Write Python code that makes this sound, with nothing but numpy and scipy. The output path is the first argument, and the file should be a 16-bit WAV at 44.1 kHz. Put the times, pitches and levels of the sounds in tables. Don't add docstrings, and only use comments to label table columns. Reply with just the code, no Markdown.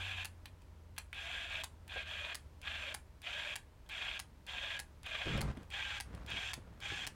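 import sys
import numpy as np
from scipy import signal
from scipy.fft import rfft, irfft, next_fast_len
from scipy.io import wavfile
from scipy.ndimage import uniform_filter1d, map_coordinates

SR = 44100
rng = np.random.default_rng(int(sys.argv[2]) if len(sys.argv) > 2 else 0)


def materialize(psi):
    bounded = np.clip(np.atleast_2d(psi).T, -1, 1)
    quanta = np.round(bounded * 32767).astype(np.int16)
    wavfile.write(sys.argv[1], SR, quanta)


N = 315309

# press t/s, release t/s, snap delay t/s, relative grind level/dB,
# build-up time constant t/s, loaded tooth rate f/Hz, brush hiss level/dB relative to the load
PULLS = [(-0.03, 0.247, 0.0074, -44.5, 0.008, 729.6, -18),
         (1.129, 1.6364, 0.0059, -44, 0.037, 689.2, -19.5), (1.879, 2.3463, 0.0068, -44.5, 0.025, 609, -21),
         (2.616, 2.9426, 0.0045, -44.5, .028, 609.7, -19.5),
         (3.218, 3.5564, 0.0049, -43.7, 0.025, 654.7, -19),
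         (3.891, 4.1929, 0.0062, -44, 0.016, 660.8, -20.5),
         (4.466, 4.7919, 0.0074, -44.5, 0.0099, 619, -19.5),
         (5.032, 5.4084, .0065, -43.5, 0.028, 594.3, -20), (5.703, 6.0014, 0.0062, -44, 0.016, 859.3, -17),
         (6.263, 6.5338, 0.0057, -44, 0.026, 782, -16), (6.803, 7.067, 0.0063, -44.5, 0.021, 767, -15)]


def amp(db):
    return 10 ** (np.asarray(db) / 20)


def unit(x):
    return x / np.sqrt(np.mean(x ** 2) + 1e-20)


def clock():
    return np.arange(N) / SR


def along(points, hz):
    f, v = np.transpose(points)
    return np.interp(np.log(hz + 1), np.log(f + 1), v)


def curves(rows):
    s, *cols = np.transpose(rows)
    return [np.interp(clock(), s, c) for c in cols]


def wobble(rate):
    knots = rng.standard_normal(int(N * rate / SR) + 4)
    return map_coordinates(knots, [clock() * rate])


def swell(s, width):
    return np.exp(-.5 * ((clock() - s) / width) ** 2)


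def filtered(x, response):
    m = 2 * next_fast_len(N // 2 + SR // 4)
    return irfft(rfft(x, m) * response(np.fft.rfftfreq(m, 1 / SR)), m)[:N]


def body(points):
    def response(hz):
        cepstrum = irfft(np.log(amp(along(points, hz))))
        cepstrum[1:len(hz) - 1] *= 2
        cepstrum[len(hz):] = 0
        return np.exp(rfft(cepstrum))
    return response


def ringing(modes, f):
    return 1 + sum(amp(db) * 1j * f * w / (c * c - f * f + 1j * f * w) for c, w, db in modes)


def noise(points):
    return unit(filtered(rng.standard_normal(N), lambda hz: amp(along(points, hz))))


def add(track, s, sound):
    part = track[max(round(s * SR), 0):][:len(sound)]
    part += sound[:len(part)]


def crack(t60):
    t = np.arange(SR // 10) / SR
    return rng.standard_normal(len(t)) * amp(-60 * t / t60)


def workshop(air_db=-60):
    # t/s, mean level/dB
    drone_levels = [(0, -45.5), (.5, -55.5), (2.8, -56), (3.5, -66), (5.2, -56.5), (7.15, -58)]
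    # t/s, 60 Hz mains level/dB, 101 Hz tone level/dB
    hum_levels = [(0, -57.5, -83), (5.5, -64.5, -65), (6.1, -56, -57), (7.15, -63, -60.5)]
    # f/Hz, relative level/dB per Hz
    air_spectrum = [(12, -59.5), (20, -17), (32, -8), (81, -11), (98, -14), (116, -16.5), (255, -23.5),
                    (485, -28.5), (558, -30), (607, -26.5), (698, -33.5), (949, -29), (1090, -33.5),
                    (16000, -55.5)]
    drone_start_hz, drone_end_hz, sink_s = 90, 70.3, 2.2

    drone_hz = drone_end_hz + (drone_start_hz - drone_end_hz) * np.exp(-clock() / sink_s)
    drone_hz = drone_hz + 3 * wobble(12)
    drone_db, = curves(drone_levels)
    drone = amp(drone_db + 1.6 * wobble(25)) * np.sin(2 * np.pi * np.cumsum(drone_hz) / SR)

    mains_db, tone_db = curves(hum_levels)
    mains = amp(mains_db) * np.sin(2 * np.pi * 60 * clock())
    tone = amp(tone_db) * np.sin(2 * np.pi * 101 * clock() + 0.57 * wobble(6.3))
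    air = amp(air_db + 0.79 * wobble(0.94)) * noise(air_spectrum)
    return air + drone + mains + tone


def pressure():
    # start t/s, end t/s, relative level/dB
    rub_strokes = [(5.251, 5.368, -40.5), (5.34, 5.505, -39.5), (5.547, 5.63, -52), (6.05, 6.385, -52.5),
                   (6.118, 6.22, -52.5), (6.551, 7.15, -57.5)]
    attack_s, decay_s = 0.012, 0.024
    t = clock()
    strokes = []
    for start, end, db in rub_strokes:
        rise = np.clip((t - start) / attack_s, 0, 1)
        decay = np.exp(-np.maximum(t - end, 0) / decay_s)
        strokes.append(amp(db) * rise * decay)
    return 10 * np.log10(np.sum(np.square(strokes), axis=0) + 1e-20)


def handling(rub_db=-3, throb_db=-4, bump_db=3):
    # f/Hz, relative level/dB per Hz
    rub_spectrum = [(15, -58.5), (25, -30), (43, -9), (64, -7), (92, -4.5), (151, -4.5), (357, -18.5),
                    (446, -16), (767, -28), (1290, -24.5), (9000, -53), (11700, -79.5), (19800, -120)]
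    # f/Hz, relative level/dB per Hz
    crackle_spectrum = [(150, -14), (450, 0), (1300, -6), (3000, -17), (8000, -32), (14000, -52)]
    # f/Hz, relative level/dB per Hz
    throb_spectrum = [(15, -8), (28, -10), (45, -10), (58, 2.5), (80, -10), (130, -12), (200, -26),
                      (400, -26), (1500, -100)]
    # t/s, relative peak level/dB, band centre f/Hz
    hand_bumps = [(1.96, -41.5, 593), (5.265, -38.5, 421.5), (5.378, -41.5, 476), (5.57, -41.5, 260),
                  (6.335, -50.5, 249.8), (6.577, -46.5, 228.4), (6.919, -41.5, 205)]
    grain_db, spike_db, crackle_db = 1.8, 5, -9
    firm_db, bump_t60 = -39, .08

    press_db = pressure()
    rub = unit(noise(rub_spectrum) * amp(grain_db * wobble(150)))
    slips = unit(noise(crackle_spectrum) * amp(spike_db * np.minimum(wobble(260), 2)))
    sound = amp(press_db + rub_db) * (rub + amp(crackle_db) * slips)

    firm_press_db = press_db + .5 * (press_db - firm_db)
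    sound += amp(firm_press_db + throb_db) * noise(throb_spectrum)

    for s, db, hz in hand_bumps:
        band = signal.butter(2, [hz - 120, hz + 120], "band", fs=SR)
        thud = signal.lfilter(*band, crack(bump_t60))
        add(sound, s, amp(db + bump_db) * thud / np.abs(thud).max())
    return sound


def walls(x, delay=.003):
    # f/Hz, 60 dB decay t/s
    decay_times = [(150, 0.11), (1500, 0.21), (5000, 0.13), (10000, 0.22), (16000, 0.081)]
    room = np.zeros(N)
    edges = [round(pull[0] * SR) for pull in PULLS[1:]]
    for start, part in zip([0] + edges, np.split(x, edges)):
        hz, t, z = signal.stft(rng.standard_normal(SR // 3), SR, nperseg=256)
        decay = amp(-60 * t / along(decay_times, hz)[:, None])
        tail = signal.istft(z * decay, SR, nperseg=256)[1]
        answer = signal.fftconvolve(part, tail / np.linalg.norm(tail))
        add(room, start / SR + delay, answer)
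    return room


def passing(x):
    # f/Hz, level/dB
    colour_change = [(500, 1), (1000, 0.5), (1700, 0), (2200, 2.5), (2600, -3), (3200, 1.5), (3700, 0),
                     (5000, 3), (7500, 1), (10800, -4.5), (15000, -1)]
    progress = clock() * SR / N
    first = filtered(x, lambda hz: amp(-.5 * along(colour_change, hz)))
    last = filtered(x, lambda hz: amp(.5 * along(colour_change, hz)))
    return (1 - progress) * first + progress * last


def housing(force):
    # f/Hz, relative level/dB per Hz
    shell_spectrum = [(250, -28), (420, -14), (560, -6), (900, -4.5), (1300, -4.5), (1600, 0.5), (2000, -1),
                      (2400, 4.5), (2850, 2), (3300, 4.5), (3900, -6), (4800, -17), (6000, -32.5),
                      (15000, -38.5)]
    # f/Hz, width f/Hz, level/dB relative to the broad response
    shell_modes = [(1635, 90, 3), (2490, 200, -2), (3290, 140, -5), (3620, 100, -3), (4260, 90, -4)]
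    return filtered(force, lambda f: body(shell_spectrum)(f) * ringing(shell_modes, f))


def switch(tick_t60=0.022, snap_t60=0.017, tick_db=-29.0, snap_db=-29.0, press_db=-43,
           light_db=-37, light_knock_db=-44, touch_db=5, soft_hz=8000, spring_hz=10400, spring_db=-1):
    # f/Hz, relative level/dB per Hz
    switch_spectrum = [(300, -13), (620, -12), (790, 2), (1350, -5), (1600, 1.5), (2600, -0.5),
                       (3800, -3.5), (4600, -1), (5700, -6), (8300, -5.5), (10700, -5), (11600, -12.5),
                       (15500, -13.5)]
    # press t/s, release t/s, snap delay t/s
    light_pull = (0.4567, 0.98, 0.0038)
    # t/s, relative tick level/dB, relative level/dB of the knock in the housing
    small_ticks = [(0.619, -60.5, -66), (.964, -61, -50), (1.129, -62, -37.5), (1.145, -54, -66),
                   (3.862, -68, -59), (3.8958, -52, -39.5), (5.064, -48, -37), (5.376, -42, -62),
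                   (5.572, -55.5, -51), (5.631, -57, -61), (6.149, -49.5, -61), (6.3024, -46, -50)]
    touch_t60, knock_t60 = .017, .052

    soft, sharp, knocks = np.zeros((3, N))
    for _, release, delay, *_ in [light_pull, *PULLS]:
        add(soft, release, amp(tick_db) * crack(tick_t60))
        add(sharp, release + delay, amp(snap_db) * crack(snap_t60))
    spring = amp(spring_db) * signal.lfilter(*signal.iirpeak(spring_hz, 8, SR), sharp)

    for press, *_ in PULLS:
        if press > 0:
            add(sharp, press, amp(press_db) * crack(touch_t60))
    add(sharp, light_pull[0], amp(light_db) * crack(touch_t60))
    add(knocks, light_pull[0], amp(light_knock_db) * crack(knock_t60))
    for s, db, shell_db in small_ticks:
        add(sharp, s, amp(db + touch_db) * crack(touch_t60))
        add(knocks, s, amp(shell_db) * crack(knock_t60))

    soft = filtered(soft, lambda hz: 1 / (1 + 1j * hz / soft_hz))
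    clicks = filtered(sharp + soft, body(switch_spectrum)) + housing(knocks)
    return clicks, filtered(spring, body(switch_spectrum))


def drive(onset_power=1.34, drift_db=.4, drift=.05):
    # t/s, level change/dB
    load_slacks = [(0.154, -4), (1.483, -5.5), (2.049, -10)]
    slack_width_s = 0.012
    free_tooth_hz, sag_s = 861, .06
    cut_lead_s, coast_s = 0.016, 0.0065

    t = clock()
    load, brush_db = np.zeros((2, N))
    tooth_hz = np.full(N, float(free_tooth_hz))
    for press, release, _, db, build_up_s, loaded_hz, hiss_db in PULLS:
        on = t >= press
        age = t[on] - press
        onset = (1 - np.exp(-age / build_up_s)) ** onset_power
        coast = np.exp(-np.maximum(t[on] - release + cut_lead_s, 0) / coast_s)
        load[on] = amp(db) * onset * coast
        tooth_hz[on] = loaded_hz + (free_tooth_hz - loaded_hz) * np.exp(-age / sag_s)
        brush_db[on] = hiss_db
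    slack_db = sum(db * swell(s, slack_width_s) for s, db in load_slacks)
    load = load * amp(slack_db + drift_db * wobble(25))
    return load, tooth_hz * np.exp(drift * wobble(16)), brush_db


def catching():
    # first catch t/s, turn t/s, catches in a row, lift level/dB
    tight_spots = [(0.055, .064, 3, 4.8), (1.356, .062, 2, 3.6), (1.556, .06, 1, 4.8), (1.976, .06, 1, 4.5),
                   (2.192, .056, 3, 3.6), (2.678, .08, 2, 7.6), (3.273, .064, 3, 7), (4.025, .059, 2, 6.6),
                   (4.643, .07, 2, 5.6), (5.154, .066, 3, 6.4), (5.742, .056, 4, 4.8),
                   (6.318, .055, 3, 6.8), (6.859, .05, 2, 4.4)]
    width_s = .005
    lift_db = np.zeros(N)
    for first, turn, count, db in tight_spots:
        for k in range(round(count)):
            lift_db += db * swell(first + k * turn, width_s)
    return amp(lift_db)


def shifting(x):
    depth_db = 1.6
    z = signal.stft(x, nperseg=512)[2]
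    field = uniform_filter1d(rng.standard_normal(z.shape), size=5, axis=0)
    field = uniform_filter1d(field, size=4, axis=1)
    return signal.istft(z * amp(depth_db * unit(field)), nperseg=512)[1][:N]


def squeaks(width=0.026, squeak_db=1):
    # t/s, f/Hz, relative level/dB
    friction_tones = [(1.42, 1647, -53), (1.56, 1636, -50), (1.975, 1625, -47), (2.68, 1663, -53),
                      (4.765, 1663, -50), (5.91, 1577, -53), (6.94, 1695, -49)]
    t = clock()
    waver = .5 * wobble(120)
    sound = np.zeros(N)
    for s, hz, db in friction_tones:
        sound += amp(db) * swell(s, width) * np.sin(2 * np.pi * hz * t + waver)
    return amp(squeak_db) * sound


def gears(grind_db=-1, whine_db=-17.5, loaded_hz=620, strain_db=-22, hiss_db=0, stray_db=3):
    # f/Hz, relative level/dB per Hz
    brush_spectrum = [(3000, -26), (4700, 0), (6300, -1), (7500, -4.5), (9000, -9.5), (12000, -17),
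                      (16000, -31)]
    # f/Hz, width f/Hz, level/dB relative to the unringing hiss
    can_modes = [(6330, 160, -4), (7340, 260, 3), (8550, 110, 2), (11450, 200, -3)]
    slip, backlash_s, scatter_db = .04, .0002, 3.5

    load, tooth_hz, brush_db = drive()
    teeth = np.cumsum(tooth_hz * (1 + slip * wobble(120))) / SR
    hits = np.flatnonzero(np.diff(np.floor(teeth)))
    early, size = np.clip(rng.standard_normal((2, N))[:, hits], -2, 2)
    landed = np.clip(hits + backlash_s * SR * early, 0, N - 1).astype(int)
    impacts = np.bincount(landed, amp(scatter_db * size), N)
    sliding = rng.standard_normal(N) * np.exp(-(teeth % 1))
    force = unit(impacts - impacts.mean()) + unit(sliding)
    force = force / housing(force).std()
    flutter = amp(1.2 * wobble(160))
    grind = shifting(housing(load * catching() * flutter * force))

    play = (wobble(110) + 1j * wobble(110)) * amp(stray_db * wobble(35))
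    mesh_tone = unit(np.real(play * np.exp(2j * np.pi * teeth)))
    whine = amp(whine_db + strain_db * np.log2(tooth_hz / loaded_hz)) * mesh_tone

    uneven_hiss = noise(brush_spectrum) * amp(1.8 * wobble(500))
    hiss = unit(filtered(uneven_hiss, lambda f: ringing(can_modes, f)))
    hiss = amp(brush_db + hiss_db) * hiss
    return amp(grind_db) * grind + load * (whine + hiss) + squeaks()


def scene(motor_room_db=-10, switch_room_db=-8, absorb_hz=13000):
    motor = gears()
    clicks, ping = switch()
    room = walls(amp(motor_room_db) * motor + amp(switch_room_db) * clicks)
    room = filtered(room, lambda hz: 1 / (1 + 1j * hz / absorb_hz))
    gun = passing(motor + clicks + ping + room)
    return (gun + handling() + workshop())[None]


def record(dry):
    top_hz = 16100
    return filtered(dry[0], lambda hz: hz < top_hz)[None]


dry = scene()
out = record(dry)
materialize(out)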